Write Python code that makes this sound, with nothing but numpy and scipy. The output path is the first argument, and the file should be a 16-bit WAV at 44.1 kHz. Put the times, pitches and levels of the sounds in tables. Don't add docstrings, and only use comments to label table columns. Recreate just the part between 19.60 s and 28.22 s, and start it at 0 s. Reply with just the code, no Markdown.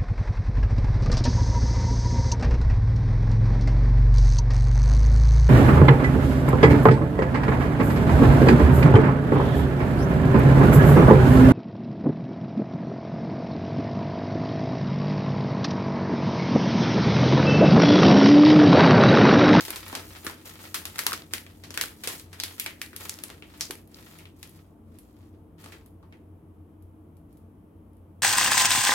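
import sys
import numpy as np
from scipy import signal
from scipy.fft import rfft, irfft, next_fast_len
from scipy.io import wavfile
from scipy.ndimage import uniform_filter1d

SR = 44100
rng = np.random.default_rng(int(sys.argv[2]) if len(sys.argv) > 2 else 0)


def bounce(signal):
    frames = np.transpose(np.atleast_2d(signal))
    limited = np.clip(frames, -1, 1)
    pcm = np.round(limited * 32767).astype(np.int16)
    wavfile.write(sys.argv[1], SR, pcm)


N = 380141

# (time [s], direct energy [dB], panel pitch [Hz], panel ring [dB], brightness [dB per octave],
#  room level relative to direct [dB])
FOLDS = [(0.008, -6.5, 5000, 7, -2, -6), (0.051, -11.5, 7860, 0, 1, 2), (0.082, -12, 1450, 0, -3.1, 2.5),
         (0.105, -4.5, 12500, 9, -0.8, -5), (0.1597, -10.5, 990, 6.5, 0.3, 4),
         (0.281, -17.5, 11380, 8, -1.5, 3), (0.328, -12.5, 840, 13.5, -3.5, 4),
         (0.3517, -6, 5660, 2.5, -2, 2.5), (0.6475, -15, 12300, 20, -5, 5),
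         (0.6664, -5, 1400, 9.5, -1, 0.5), (0.6977, -15, 900, 10, -2.5, -1),
         (1.1442, -3, 1300, 6, 1.45, 4.5), (1.254, -6.5, 5720, 0, 0.5, -1),
         (1.359, -15.5, 1600, 9.5, -0.5, -8), (1.3834, -8, 1450, 19, 3, -8), (1.3907, 1, 1690, 8, 2, -1),
         (1.466, 6, 1050, 9, 0.7, -3.5), (1.52, -3.5, 1220, 20.5, -4, -12),
         (1.531, -4, 5720, 2.5, -1, -0.5), (1.5359, -6, 1260, 29.5, 2, -17),
         (1.621, -20, 3870, 11, -5, -72.5), (1.7363, 0.5, 1840, 4.5, 0.75, -2.5),
         (1.865, -22, 2760, 8, -4, -2.5), (2.0373, -20.5, 5200, 4.5, -2.5, 6),
         (2.106, -14, 6630, 8.5, -3, -1.5), (2.1413, -15.5, 1610, 4, 0, 4.5),
         (2.1754, 0, 1750, 8, -1, -2.5), (2.2122, 3, 1490, 3, 1.5, -2), (2.238, -6.5, 1530, 9, -1.5, -6.5),
         (2.437, -11.5, 1890, 1.5, -0.3, 6.5), (2.474, -3, 9210, 2.5, -0.1, 3),
         (2.597, -18, 7070, 1.5, 0.8, -1), (2.7297, -20.5, 1610, 6.5, -0.7, 5),
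         (2.8005, -3.5, 4450, 11, 0.5, -1.5), (2.8359, -2, 3800, 3, 1.0, -1.5),
         (2.998, -0.5, 2330, 9.5, 5, -1.5), (3.062, -4.5, 2130, 7.5, -1.7, 0),
         (3.2163, -5, 1980, 8.5, 1.4, -2), (3.3311, -21.5, 1700, 11, -6, 1),
         (3.3632, -9.5, 10800, 5, 1.7, -2.5), (3.495, -3.5, 6540, 7.5, 2.7, -5),
         (3.5884, -18, 2730, -3, -2.2, -1.5), (3.6374, -7, 9500, 11, -0.5, -5),
         (3.7015, -17.5, 3800, 1, -4, 1.5), (3.8234, -18.5, 2740, 13, -6, 0),
         (4.009, -2, 5700, 11.5, 0.7, 1.5), (4.1085, -6.5, 11300, 7.5, -2, -3),
         (4.3443, -21, 4960, 18, -3, -12), (4.5873, -24, 2290, 14, 3.5, 3),
         (4.655, -23, 2960, 12, -5.5, -2.5), (4.8292, -15, 2700, 3, 1.4, -2),
         (6.0426, -24, 8700, 11, -4.5, 2), (6.0606, -22, 1000, 10, -3, -0.5),
         (6.1217, -25.5, 1900, 5, -2.5, 9), (6.4283, -37.5, 1050, 14.5, -5.5, 8.5),
         (6.525, -28, 2340, 7, -6.4, 3.5)]


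def amp(db):
    return 10 ** (np.asarray(db) / 20)


def unit(x):
    return x / np.sqrt(np.mean(x ** 2) + 1e-20)


def unit_energy(x):
    return x / np.linalg.norm(x, axis=-1, keepdims=True)


def along(points, hz):
    point_hz, value = np.transpose(points)
    return np.interp(np.log(hz + 1), np.log(point_hz + 1), value)


def filtered(x, response):
    size = next_fast_len(N + SR // 2)
    spectrum = rfft(x, size) * response(np.fft.rfftfreq(size, 1 / SR))
    return irfft(spectrum, size)[..., :N]


def causal(gain):
    cepstrum = irfft(np.log(gain + 1e-6))
    half = len(cepstrum) // 2
    cepstrum[1:half] *= 2
    cepstrum[half + 1:] = 0
    return np.exp(rfft(cepstrum))


def add(track, s, sound):
    start = max(round(s * SR), 0)
    part = track[:, start:][:, :sound.shape[1]]
    part += sound[:, :part.shape[1]]


def snap(colour, hz, flutter_db=7.5, flutter_t60=.0085, own_db=-4, lead_s=.0001, spread_s=.00005):
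    t = np.arange(2 * len(hz) - 2) / SR
    shared = rng.standard_normal(len(t))
    own = rng.standard_normal((2, len(t)))
    flutter = unit_energy((shared + amp(own_db) * own) * amp(-60 * t / flutter_t60))
    spike = rng.choice([-1, 1])
    flip = spike + amp(flutter_db) * rfft(flutter)
    broad = np.sqrt(np.abs(uniform_filter1d(np.abs(flip) ** 2, size=30, axis=1)))
    lead = lead_s + spread_s * rng.standard_normal()
    delay = np.maximum([[-lead], [lead]], 0)
    return unit_energy(irfft(flip / broad * colour * np.exp(-2j * np.pi * hz * delay)))


def snaps(beam_db=0.98, panel_octaves=.4, size=2048):
    # (time [s], direct energy [dB])
    tick_list = [(4.275, -33), (4.894, -29), (5.387, -24.5), (6.261, -31.5), (7.224, -39.5), (7.569, -38),
                 (7.728, -41), (7.772, -37), (8.333, -46.5), (8.369, -45.5)]
    # (frequency [Hz], gain [dB])
    microphone = [(25, -37), (120, -10.5), (320, 7), (720, 1), (1150, 5), (2050, 8.5), (4600, 8),
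                  (6900, 3.5), (9100, 3), (11500, 4.5), (13800, 0.5), (15800, -5)]
    # panel pitch [Hz], ring [dB], brightness [dB per octave], room level relative to direct [dB]
    tick_film = (11490, 13, 1, -2.5)
    ticks = [(s, db, *tick_film) for s, db in tick_list]
    direct, wet = np.zeros((2, 2, N))
    hz = np.fft.rfftfreq(size, 1 / SR)
    for s, db, panel_hz, ring_db, bright_db, wet_db in list(FOLDS) + ticks:
        octaves = np.log2(np.maximum(hz, 300) / panel_hz)
        panel = ring_db * np.exp(-.5 * (octaves / panel_octaves) ** 2)
        colour = amp(bright_db * octaves + panel + along(microphone, hz))
        beamed = causal(colour * amp(beam_db * octaves))
        add(direct, s, amp(db) * snap(beamed, hz))
        into_room = unit_energy(irfft(causal(colour)))
        add(wet, s, amp(db + wet_db) * echo(into_room))
    return direct + room_ring(wet)


def handling(crinkle_db=-1, rub_db=-1.0):
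    # (frequency [Hz], relative gain [dB])
    crinkle = [(30, -29), (150, -8.5), (400, 0), (1400, 5), (2600, 3), (5000, -1.5), (8000, -13.5),
               (16000, -30)]
    # (frequency [Hz], relative gain [dB])
    rub = [(1000, -21.5), (4000, -6.5), (7000, -5.5), (9700, -5.5), (12000, -3), (15700, -9)]
    crackle = amp(crinkle_db) * grains(rate=130, uneven_db=5.0, spectrum=crinkle, wet_db=3)
    hiss = amp(rub_db) * grains(rate=800, uneven_db=4.5, spectrum=rub, wet_db=-1.5)
    return stirring() * (crackle + hiss)


def grains(rate, uneven_db, spectrum, wet_db, count=6, size=512):
    sizes = amp(uneven_db * np.minimum(rng.exponential(size=N), np.pi)) * rng.choice([-1, 1], N)
    slips = sizes * (rng.random(N) < rate / SR)
    patch = rng.integers(count, size=N)
    hz = np.fft.rfftfreq(size, 1 / SR)
    direct = np.zeros((2, N))
    for k in range(count):
        on_patch = (slips * (patch == k))[None]
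        direct += signal.oaconvolve(on_patch, snap(1, hz), axes=1)[:, :N]
    wet = amp(wet_db) * room_ring(echo(slips))
    return unit(filtered(direct + wet, lambda f: amp(along(spectrum, f))))


def stirring():
    # (time [s], relative effort [dB])
    effort = [(0, -38), (.1, -46.5), (.45, -50.5), (.62, -50.5), (.8, -58), (1.2, -58), (1.4, -51),
              (1.62, -68), (1.98, -61.5), (2.1, -62.5), (2.35, -63), (2.54, -41), (2.68, -65.5),
              (2.92, -54.5), (3.15, -69), (3.68, -54.5), (3.82, -67), (4.0, -53.5), (4.27, -77.5)]
    # (time [s], length [s], relative level [dB])
    slides = [(0.844, 0.046, -46), (0.985, 0.069, -48), (2.86, 0.047, -50), (3.39, 0.056, -44),
              (4.28, 0.3, -56), (4.738, 0.23, -62), (5.22, 0.45, -70.5), (5.974, 0.12, -57),
              (7.68, .1, -78)]
    strain_db, strain_build_s = -49, 0.023
    flurry_db, flurry_decay_s = -49.5, 0.078
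    swell, release_s = 0.28, 0.079
    t = np.arange(N) / SR
    age = t[:SR]
    power = amp(np.interp(t, *np.transpose(effort), right=-np.inf))[None] ** 2
    for s, db, *_ in FOLDS:
        ahead = s - t[:round(s * SR)][-SR // 4:]
        strain = amp(db + strain_db) * np.exp(-ahead / strain_build_s)
        add(power, s - ahead[0], strain[None] ** 2)
        flurry = amp(db + flurry_db) * np.exp(-age / flurry_decay_s)
        add(power, s, flurry[None] ** 2)
    for s, length, db in slides:
        rise = np.minimum(age / (swell * length), 1)
        fall = np.exp(-np.maximum(age - length, 0) / release_s)
        add(power, s, (amp(db) * rise * fall)[None] ** 2)
    return np.sqrt(power)


def knocks(t60=0.022, attack_s=0.00029, wet_db=-9):
    # (time [s], direct energy [dB], pitch [Hz])
    knock_list = [(0.33, -16.5, 300), (0.668, -14, 275), (2.475, -14.5, 490), (4.101, -12.5, 360)]
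    out = np.zeros((2, N))
    t = np.arange(SR // 20) / SR
    for s, db, hz in knock_list:
        envelope = amp(-60 * t / t60) * (1 - np.exp(-t / attack_s))
        knock = amp(db) * unit_energy(np.sin(2 * np.pi * hz * t) * envelope)
        add(out, s, knock[None])
        add(out, s, amp(wet_db) * echo(knock))
    return out


def echo(x, build_s=0.0014, early_db=3.5, early_s=0.016, size=16384):
    # (frequency [Hz], time to fall by 60 dB [s])
    room = [(200, 0.76), (800, 0.28), (2000, 0.29), (5500, 0.23), (16000, 0.29)]
    hz, t, z = signal.stft(stereo_noise(size), SR, nperseg=256)
    decay = amp(-60 * t / along(room, hz)[:, None])
    tail = signal.istft(z * decay, SR, nperseg=256)[1]
    t = np.arange(tail.shape[1]) / SR
    build = 1 - np.exp(-(t / build_s) ** 2)
    early = amp(early_db * np.exp(-t / early_s))
    tail = unit_energy(tail * build * early)
    return signal.fftconvolve(x[None], tail, axes=1)[:, :N]


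def room_ring(x, width_hz=16):
    # (frequency [Hz], gain at the centre if it stood alone [dB])
    room_modes = [(668, 6.5), (888, 5.5), (1125, 4), (1185, 0), (1319, -1.5), (1443, -2), (2078, -2),
                  (2369, 1.5), (3170, 6), (3622, -1.5)]

    def response(f):
        total = 1
        for centre, db in room_modes:
            damping = 1j * f * width_hz
            total = total + (amp(db) - 1) * damping / (centre * centre - f * f + damping)
        return total

    return filtered(x, response)


def stereo_noise(length):
    # (frequency [Hz], correlation [1 = the same])
    alike = [(60, 0.83), (150, 0.85), (300, 0.89), (700, 0.25), (2000, 0.16), (8000, 0.2)]
    likeness = along(alike, np.fft.rfftfreq(length, 1 / SR))
    turn = np.arccos(np.clip(likeness, -1, 1)) / 2
    spectra = rfft(rng.standard_normal((2, length)))
    mid, side = irfft(spectra * [np.cos(turn), np.sin(turn)], length)
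    return np.array([mid + side, mid - side])


def background(air_db=-55.5):
    # (frequency [Hz], width [Hz], level [dB])
    hum = [(59, 4.1, -63.5), (90.1, 7.7, -54), (161, 12, -63), (200, 2, -68), (225.2, 2.9, -65),
           (257.5, 4.5, -70.5), (309.9, 20, -60), (445, 2, -73)]
    # (frequency [Hz], relative level [dB per Hz])
    air_colour = [(20, -23.5), (36, -7.5), (70, -5), (110, -1), (135, -4.5), (300, -2.5), (420, -8),
                  (600, -14.5), (1150, -21), (1700, -32), (3100, -37.5), (4200, -46.5), (7000, -47.5),
                  (11500, -37), (16000, -45)]
    hiss = filtered(stereo_noise(next_fast_len(N)), lambda hz: amp(along(air_colour, hz)))
    out = amp(air_db) * unit(room_ring(hiss))
    for centre, width, db in hum:
        noise = rng.standard_normal(N)
        tone = filtered(noise, lambda hz: 1 / (1 + 2 * ((hz - centre) / width) ** 2))
        out = out + amp(db) * unit(tone)
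    return out


def scene(left_db=.5):
    mix = snaps() + handling() + knocks() + background()
    return mix * amp([[left_db], [-left_db]])


def record(dry, top_hz=15950):
    return filtered(dry, lambda hz: 1 / np.sqrt(1 + (hz / top_hz) ** 240))


dry = scene()
out = record(dry)
bounce(out)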